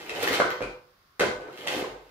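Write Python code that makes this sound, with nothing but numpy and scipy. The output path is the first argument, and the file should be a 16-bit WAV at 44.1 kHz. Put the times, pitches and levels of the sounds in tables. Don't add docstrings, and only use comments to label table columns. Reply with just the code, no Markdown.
import sys
import numpy as np
from scipy import signal
from scipy.fft import rfft, irfft
from scipy.io import wavfile
from scipy.ndimage import uniform_filter1d

SR = 44100
rng = np.random.default_rng(int(sys.argv[2]) if len(sys.argv) > 2 else 0)


def elevation(decibels):
    levels = np.asarray(decibels, float)
    return 10 ** (levels / 20)


def wrap_up_sound(samples):
    columns = np.atleast_2d(samples).T
    tamed = np.clip(columns, -1, 1)
    steps = np.round(tamed * 32767).astype(np.int16)
    wavfile.write(sys.argv[1], SR, steps)


N = 92610


def evened(x):
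    return x / np.sqrt(np.mean(x ** 2) + 1e-20)


def unit(x):
    return x / np.linalg.norm(x, axis=-1, keepdims=True)


def read(points, hz):
    f, value = np.transpose(points)
    return np.interp(np.log(hz + 1), np.log(f + 1), value)


def add(mix, s, sound):
    part = mix[round(s * SR):][:len(sound)]
    part += sound[:len(part)]


def highpass(x, hz):
    return signal.sosfilt(signal.butter(2, hz, "high", fs=SR, output="sos"), x)


def minimum_phase(log):
    return np.exp(log - 1j * signal.hilbert(log).imag)


def colour(points, size=2048):
    log = np.log(elevation(read(points, abs(np.fft.fftfreq(size, 1 / SR)))))
    return unit(np.fft.ifft(minimum_phase(log)).real)


def flattened(x, smooth=14):
    z = np.fft.fft(x)
    log = -np.log(uniform_filter1d(abs(z) ** 2, size=smooth, axis=-1, mode="wrap")) / 2
    return np.fft.ifft(z * minimum_phase(log)).real


def burst(t, decay_s, smooth):
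    noise = rng.standard_normal(len(t))
    return unit(flattened(noise * t * np.exp(-t / decay_s * 2), smooth=smooth))


def body(modes, broad, ring_db):
    t = np.arange(8192) / SR
    ring = np.zeros(len(t))
    for hz, width_hz, db in modes:
        decay = np.exp(-np.pi * width_hz * t)
        ring += elevation(db) * np.sqrt(width_hz) * decay * np.sin(2 * np.pi * hz * t)
    out = elevation(ring_db) * unit(ring)
    add(out, 0, colour(broad))
    return unit(out)


def grains(per_s, spread_db):
    size = elevation(spread_db * np.minimum(rng.exponential(1, N), 4)) * rng.choice([-1., 1.], N)
    return evened(size * (rng.random(N) < per_s / SR))


def fizz_band():
    t = np.arange(-40, 41) / SR
    centre_hz, width_hz = 12800, 8500
    return unit(np.exp(-(np.pi * width_hz * t) ** 2 / 2) * np.cos(2 * np.pi * centre_hz * t))


# frequency in Hz, left-right likeness [limited to 0 to 1 after
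LIKENESS = [(60, 0.87), (180, 0.94), (550, 0.89), (1650, -1.16), (4970, -0.09), (15000, -0.02)]
# frequency in Hz, left minus right in dB.
PORT_BALANCE = [(60, 0.5), (150, -1), (380, 0), (950, -1), (2380, 1.5), (5980, -6), (15000, -11.5)]


def pair(a, b, even=lambda x: x):
    hz = np.fft.rfftfreq(len(a), 1 / SR)
    same = np.clip(read(LIKENESS, hz), 0, 1)
    tilt = elevation(read(PORT_BALANCE, hz) / 2)
    right = irfft(same * rfft(a) + np.sqrt(1 - same ** 2) * rfft(b), len(a))
    both = even(np.array([a, right]))
    return irfft(rfft(both) * [tilt, 1 / tilt], len(a))


# frequency in Hz, 60 dB decay time in seconds.
REVERB_TIME = [(100, 0.6), (260, 0.16), (520, 0.42), (800, 0.47), (1840, 0.3), (4850, 0.36), (12800, 0.22)]


def kitchen(x, near):
    room_db, gap_s = 5.5, 0.007
    reflections = np.zeros((2, SR))
    at = np.arange(300 + round(gap_s * SR), SR - 20, 20)
    spots = at + rng.integers(0, 20, (2, len(at)))
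    np.put_along_axis(reflections, spots, rng.choice([-1., 1.], (2, len(at))), 1)
    hz, t, z = signal.stft(reflections, SR, nperseg=256)
    decay = elevation(-60 * t / read(REVERB_TIME, hz)[:, None])
    tail = elevation(room_db) * unit(signal.istft(z * decay, SR, nperseg=256)[1])
    direct = np.zeros(tail.shape)
    direct[0, [304, 352, 391]] = [.8, .45, -.4]
    direct[1, [300, 331, 367]] = [.7, -.5, .5]
    out = signal.fftconvolve(x[None], pair(*(tail + direct), flattened), axes=1)
    out = out + signal.fftconvolve(near[None], pair(*direct), axes=1)
    return out[:, 300:N + 300]


# frequency in Hz, level in dB per Hz.
AIR_SPECTRUM = [(15, -10.5), (25, 11), (515, -4.5), (908, -2), (1070, 6.5), (2750, -6.5), (4980, -5),
                (7460, -20.5), (15900, -14.5)]


def air():
    noise = rng.standard_normal((2, N))
    a, b = signal.oaconvolve(noise, colour(AIR_SPECTRUM, size=8192)[None], axes=1)[:, :N]
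    return elevation(-63.5) * pair(a, b)


# start in seconds, level in dB, pitch in Hz.
TABLE_SHAKES = [
    (.15, -63, 45.7),
    (0.302, -52, 58.7),
    (.41, -84, 46.3),
    (0.599, -44, 41.8),
    (1.203, -52, 91.2),
    (1.302, -53.5, 43.2),
    (1.722, -57, 59.7),
    (1.873, -53, 46.2),
]


def table():
    out, t, shake_s = np.zeros(N), np.arange(18000) / SR, 0.045
    for s, db, hz in TABLE_SHAKES:
        decay = np.exp(-t / shake_s)
        ring = np.sin(2 * np.pi * hz * t) + 1.3 * np.sin(2 * np.pi * 2.7 * hz * t) * decay
        add(out, s, elevation(db + 7.5) * t / shake_s * decay * ring)
    return out


# start in seconds, level in dB, pitch in Hz, fizz in dB, ring in dB.
METAL_CLINKS = [(0.0627, -28.5, 2730, -3, -5), (0.0941, -24.5, 2620, -13, 5.5), (0.159, -29, 3000, 2, 6),
                (0.2309, -18.5, 1880, 4, -13), (0.2754, -13.5, 1980, 0.5, 3), (0.3292, -15, 1680, 2, 1),
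                (0.503, -19.5, 2080, -1, 1), (0.623, -23, 2440, -21, -2.5), (0.64, -34.5, 2650, -25, -6),
                (1.1975, -9, 1520, -15, -15), (1.5277, -43, 1580, 4, 7), (1.5743, -37.5, 3370, -3, 8),
                (1.6086, -28, 3100, -6, -20), (1.6724, -16.5, 3170, -36, 3), (1.683, -29, 2620, -19, -14)]


def clinks():
    contact_s, ping_s, tick_db = 0.0017, 0.0013, -9
    rattle, ping, fizz, t = np.zeros(N), np.zeros(N), np.zeros(N), np.arange(1500) / SR
    for s, db, hz, fizz_db, steel_db in METAL_CLINKS:
        strike = burst(t, contact_s, smooth=30)
        tone = unit(np.exp(-t / ping_s) * np.sin(2 * np.pi * hz * t))
        add(rattle, s, elevation(db + 14.5 + steel_db) * strike)
        add(ping, s, elevation(db + 14.0) * signal.oaconvolve(strike, tone))
        add(ping, s, elevation(db + 9.5 + fizz_db + tick_db) * np.diff(strike))
        add(fizz, s, elevation(db + 6.5 + fizz_db) * strike)
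    return rattle, ping + np.convolve(fizz, fizz_band(), "same")


# frequency in Hz, bandwidth in Hz, level in dB.
STEEL_MODES = [(1790, 24, -29.5), (2132, 37, 8.5), (2620, 92, 0), (2800, 57, -7), (3130, 58, 6),
               (3235, 37, -41), (4130, 120, -33)]
# frequency in Hz, level in dB per Hz.
STEEL_RASP = [(530, -30), (900, -6.5), (2030, -1), (2430, -1.5), (2980, -5.5), (3450, -2.5), (9660, -21.5),
              (14900, -35.5), (15800, -56.5)]


def steel(drive):
    return signal.oaconvolve(drive, body(STEEL_MODES, STEEL_RASP, -8.5))[:N]


# start in seconds, level in dB, pitch in Hz, ring in seconds.
JUDDER_TAPS = [(.154, -44, 385, 0.0039), (.230, -30.5, 500, 0.0053), (.274, -22, 1890, 0.0019),
               (.300, -30, 268, 0.019), (0.331, -35, 895, 0.0064), (.3996, -10.5, 477, 0.003),
               (0.4027, -11.5, 1490, 0.0018), (0.412, -17, 1500, 0.0068), (.418, -15, 1120, 0.0035),
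               (.421, -13, 525, .003), (.453, -15, 445, 0.0035), (0.567, -35, 524, 0.0041),
               (0.6049, -20.5, 522, 0.0079), (.679, -35, 540, 0.0039), (1.196, -19.5, 1520, .004),
               (1.207, -20, 1390, 0.0025), (1.216, -10.5, 1500, 0.009), (1.230, -13.5, 532, 0.0044),
               (1.236, -12, 1500, 0.0036), (1.262, -20, 404, 0.0085), (1.297, -18.5, 449, 0.0033),
               (1.312, -21, 1520, .005), (1.384, -34, 400, 0.003), (1.43, -36, 460, 0.02),
               (1.474, -35, 523, 0.0085), (1.484, -43, 454, 0.0024), (1.488, -40, 1020, 0.0046),
               (1.497, -36, 1350, 0.0035), (1.508, -42, 1100, .004), (1.532, -39, 371, 0.014),
               (1.589, -35, 381, 0.0096), (1.645, -35, 470, 0.0075), (1.68, -26, 1990, 0.0043),
               (1.702, -40, 2000, 0.0034), (1.720, -30, 2800, 0.0027), (1.736, -31, 486, .003),
               (1.737, -29, 2480, 0.0027), (1.750, -29, 595, 0.0012), (1.764, -23.5, 340, 0.003),
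               (1.765, -32, 2600, 0.0027), (1.776, -30, 286, 0.0067), (1.79, -27, 420, 0.002),
               (1.805, -33, 365, 0.003), (1.825, -20, 390, 0.0029), (1.839, -28, 500, 0.006),
               (1.843, -27, 1060, 0.0065), (1.858, -29, 490, 0.0038), (1.873, -27, 514, 0.0067),
               (1.961, -39, 500, 0.0041)]


def taps():
    out, t = np.zeros(N), np.arange(3000) / SR
    for s, db, hz, ring_s in JUDDER_TAPS:
        u = t / max(ring_s, .001) * 2
        add(out, s, elevation(db) * u * np.exp(1 - u) * np.sin(2 * np.pi * hz * t))
    return out


# frequency in Hz, bandwidth in Hz, level in dB.
BOWL_MODES = [(217, 6.7, -10.5), (285, 12, -12.5), (363, 10, -20), (380, 14, -9), (451.8, 34, -2.5),
              (500, 11.4, -5), (512.6, 13.7, 6.5), (594.5, 37, 3), (709, 24, -8), (727, 33, -9),
              (791, 23, -5), (1200, 53, -22.5), (1450, 33, -8.5), (1500, 90, 0)]


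def bowl_body(broad, ring_db):
    return body(BOWL_MODES, broad, ring_db)


# frequency in Hz, level in dB per Hz.
SLIDE_SPECTRUM = [(59, -26.5), (100, -9), (216, -23.5), (263, -6), (485, -1.5), (627, -6.5), (693, -6.5),
                  (3000, -20.5), (3900, -52.5), (6600, -120)]
# time in seconds, pressure in dB, metal rasp in dB above it,
# fizz in dB above it.
BOWL_DRAGS = [
    [(0.0, -34.5, -0.5, -26), (0.03, -46.5, -5.5, -12), (0.11, -36, -8, -23), (0.218, -31, -2, -16),
     (0.232, -26.5, 3.5, -15), (0.242, -29.5, -6, -28), (0.342, -29.5, 3, -20), (0.38, -36, -3.5, -18),
     (0.398, -16.5, -5, -42)],
    [(.6, -44, -7, -36), (.625, -37.5, -10.5, -50), (.66, -40, -19, -45), (.7, -61, -20, -45)],
    [(1.195, -15.5, -4.5, -32), (1.201, -21, -2.5, -27), (1.225, -22.5, -11, -38), (1.29, -37.5, -8, -40)],
    [(1.4, -38, -13, -43), (1.442, -44, -19, -40), (1.495, -48.5, -7.5, -39), (1.572, -52, 1.5, -6.5),
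     (1.668, -32.5, -8, -28), (1.672, -35, 2.5, -15), (1.758, -31, -6.5, -17), (1.8, -32, -6.5, -16),
     (1.852, -38, -14.5, -36), (2.014, -56, -9, -26.5), (2.1, -60.5, 1, -12)],
]


def drags():
    t, gains = np.arange(N) / SR, np.zeros((3, N))
    for rows in BOWL_DRAGS:
        s, db, rasp_db, fizz_db = np.transpose(rows)
        levels = [np.interp(t, s, v) for v in (db, db + rasp_db, db + fizz_db)]
        gains += (t >= s[0]) * (t <= s[-1]) * elevation(levels)
    pressure, rasp, fizz = gains
    band = signal.butter(2, [40, 150], "band", fs=SR, output="sos")
    rumble = elevation(-31) * pressure * evened(signal.sosfilt(band, rng.standard_normal(N)))
    slips = pressure * grains(per_s=1000, spread_db=3.5)
    slide = signal.oaconvolve(slips, bowl_body(SLIDE_SPECTRUM, -5.5))[:N]
    grit = rasp * grains(per_s=2000, spread_db=6)
    fine = grains(per_s=8700, spread_db=3)
    hiss = fizz * [fine, fine[::-1]]
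    return slide, grit, signal.oaconvolve(hiss, fizz_band()[None], "same", axes=1), rumble


# frequency in Hz, level in dB per Hz.
BOARD_SPECTRUM = [(35, -93), (60, -32.5), (115, -18.5), (179, -20), (453, -5), (559, -1), (613, -12.5),
                  (1520, -9.5), (15500, -54.5)]
# frequency in Hz, bandwidth in Hz, level in dB.
RIM_MODES = [(1106, 96, -10), (1450, 150, -6), (1500, 210, -6.5), (2060, 200, 4.5)]
# start in seconds, level in dB, edge in dB, contact in seconds.
BOWL_KNOCKS = [
    (0.4, -10.5, 2, 0.00095),
    (0.412, -31, -11, 0.0011),
    (0.422, -17, -12, 0.00078),
    (0.453, -30.5, 9, 0.0026),
    (0.606, -21, -6.5, 0.0017),
    (0.616, -29, 5.5, 0.0019),
    (1.199, -18.5, -7, 0.0015),
    (1.214, -16, -3, 0.0024),
    (1.229, -19, -3, 0.002),
    (1.483, -34.5, -11, 0.0012),
]


def knocks():
    push, t = np.zeros(N), np.arange(600) / SR
    for s, db, edge_db, contact_s in BOWL_KNOCKS:
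        add(push, s + 0.001, elevation(db + 9.5) * -unit(np.exp(-t / contact_s * 10) * t))
        add(push, s + 0.001, elevation(db + 18.5 + edge_db) * burst(t, contact_s, smooth=8))
    response = bowl_body(BOARD_SPECTRUM, -1) + elevation(-13.5) * body(RIM_MODES, BOARD_SPECTRUM, 29)
    return signal.oaconvolve(push, response)[:N]


def scene():
    background = air()
    rattle, ping = clinks()
    jolts = taps()
    slide, grit, hiss, rumble = drags()
    bowl = knocks()
    low = table() + rumble
    wood = highpass(bowl + slide, 140)
    far = wood + steel(grit + rattle) + ping + 0.43 * hiss[0] + 0.5 * low + elevation(-14) * jolts
    near = 0.067 * ping + 0.1 * bowl + 0.74 * jolts
    return kitchen(far, near) + low + background + 0.39 * pair(*hiss)


def top_cut(x):
    return signal.sosfilt(signal.butter(12, 15900, fs=SR, output="sos"), x)


def record(dry):
    cut = highpass(dry, 44)
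    edge = signal.firwin(511, 15700, window=("kaiser", 9), fs=SR)
    mix = signal.oaconvolve(cut, edge[None], "same", axes=1)
    return top_cut(mix)


dry = scene()
out = record(dry)
wrap_up_sound(out)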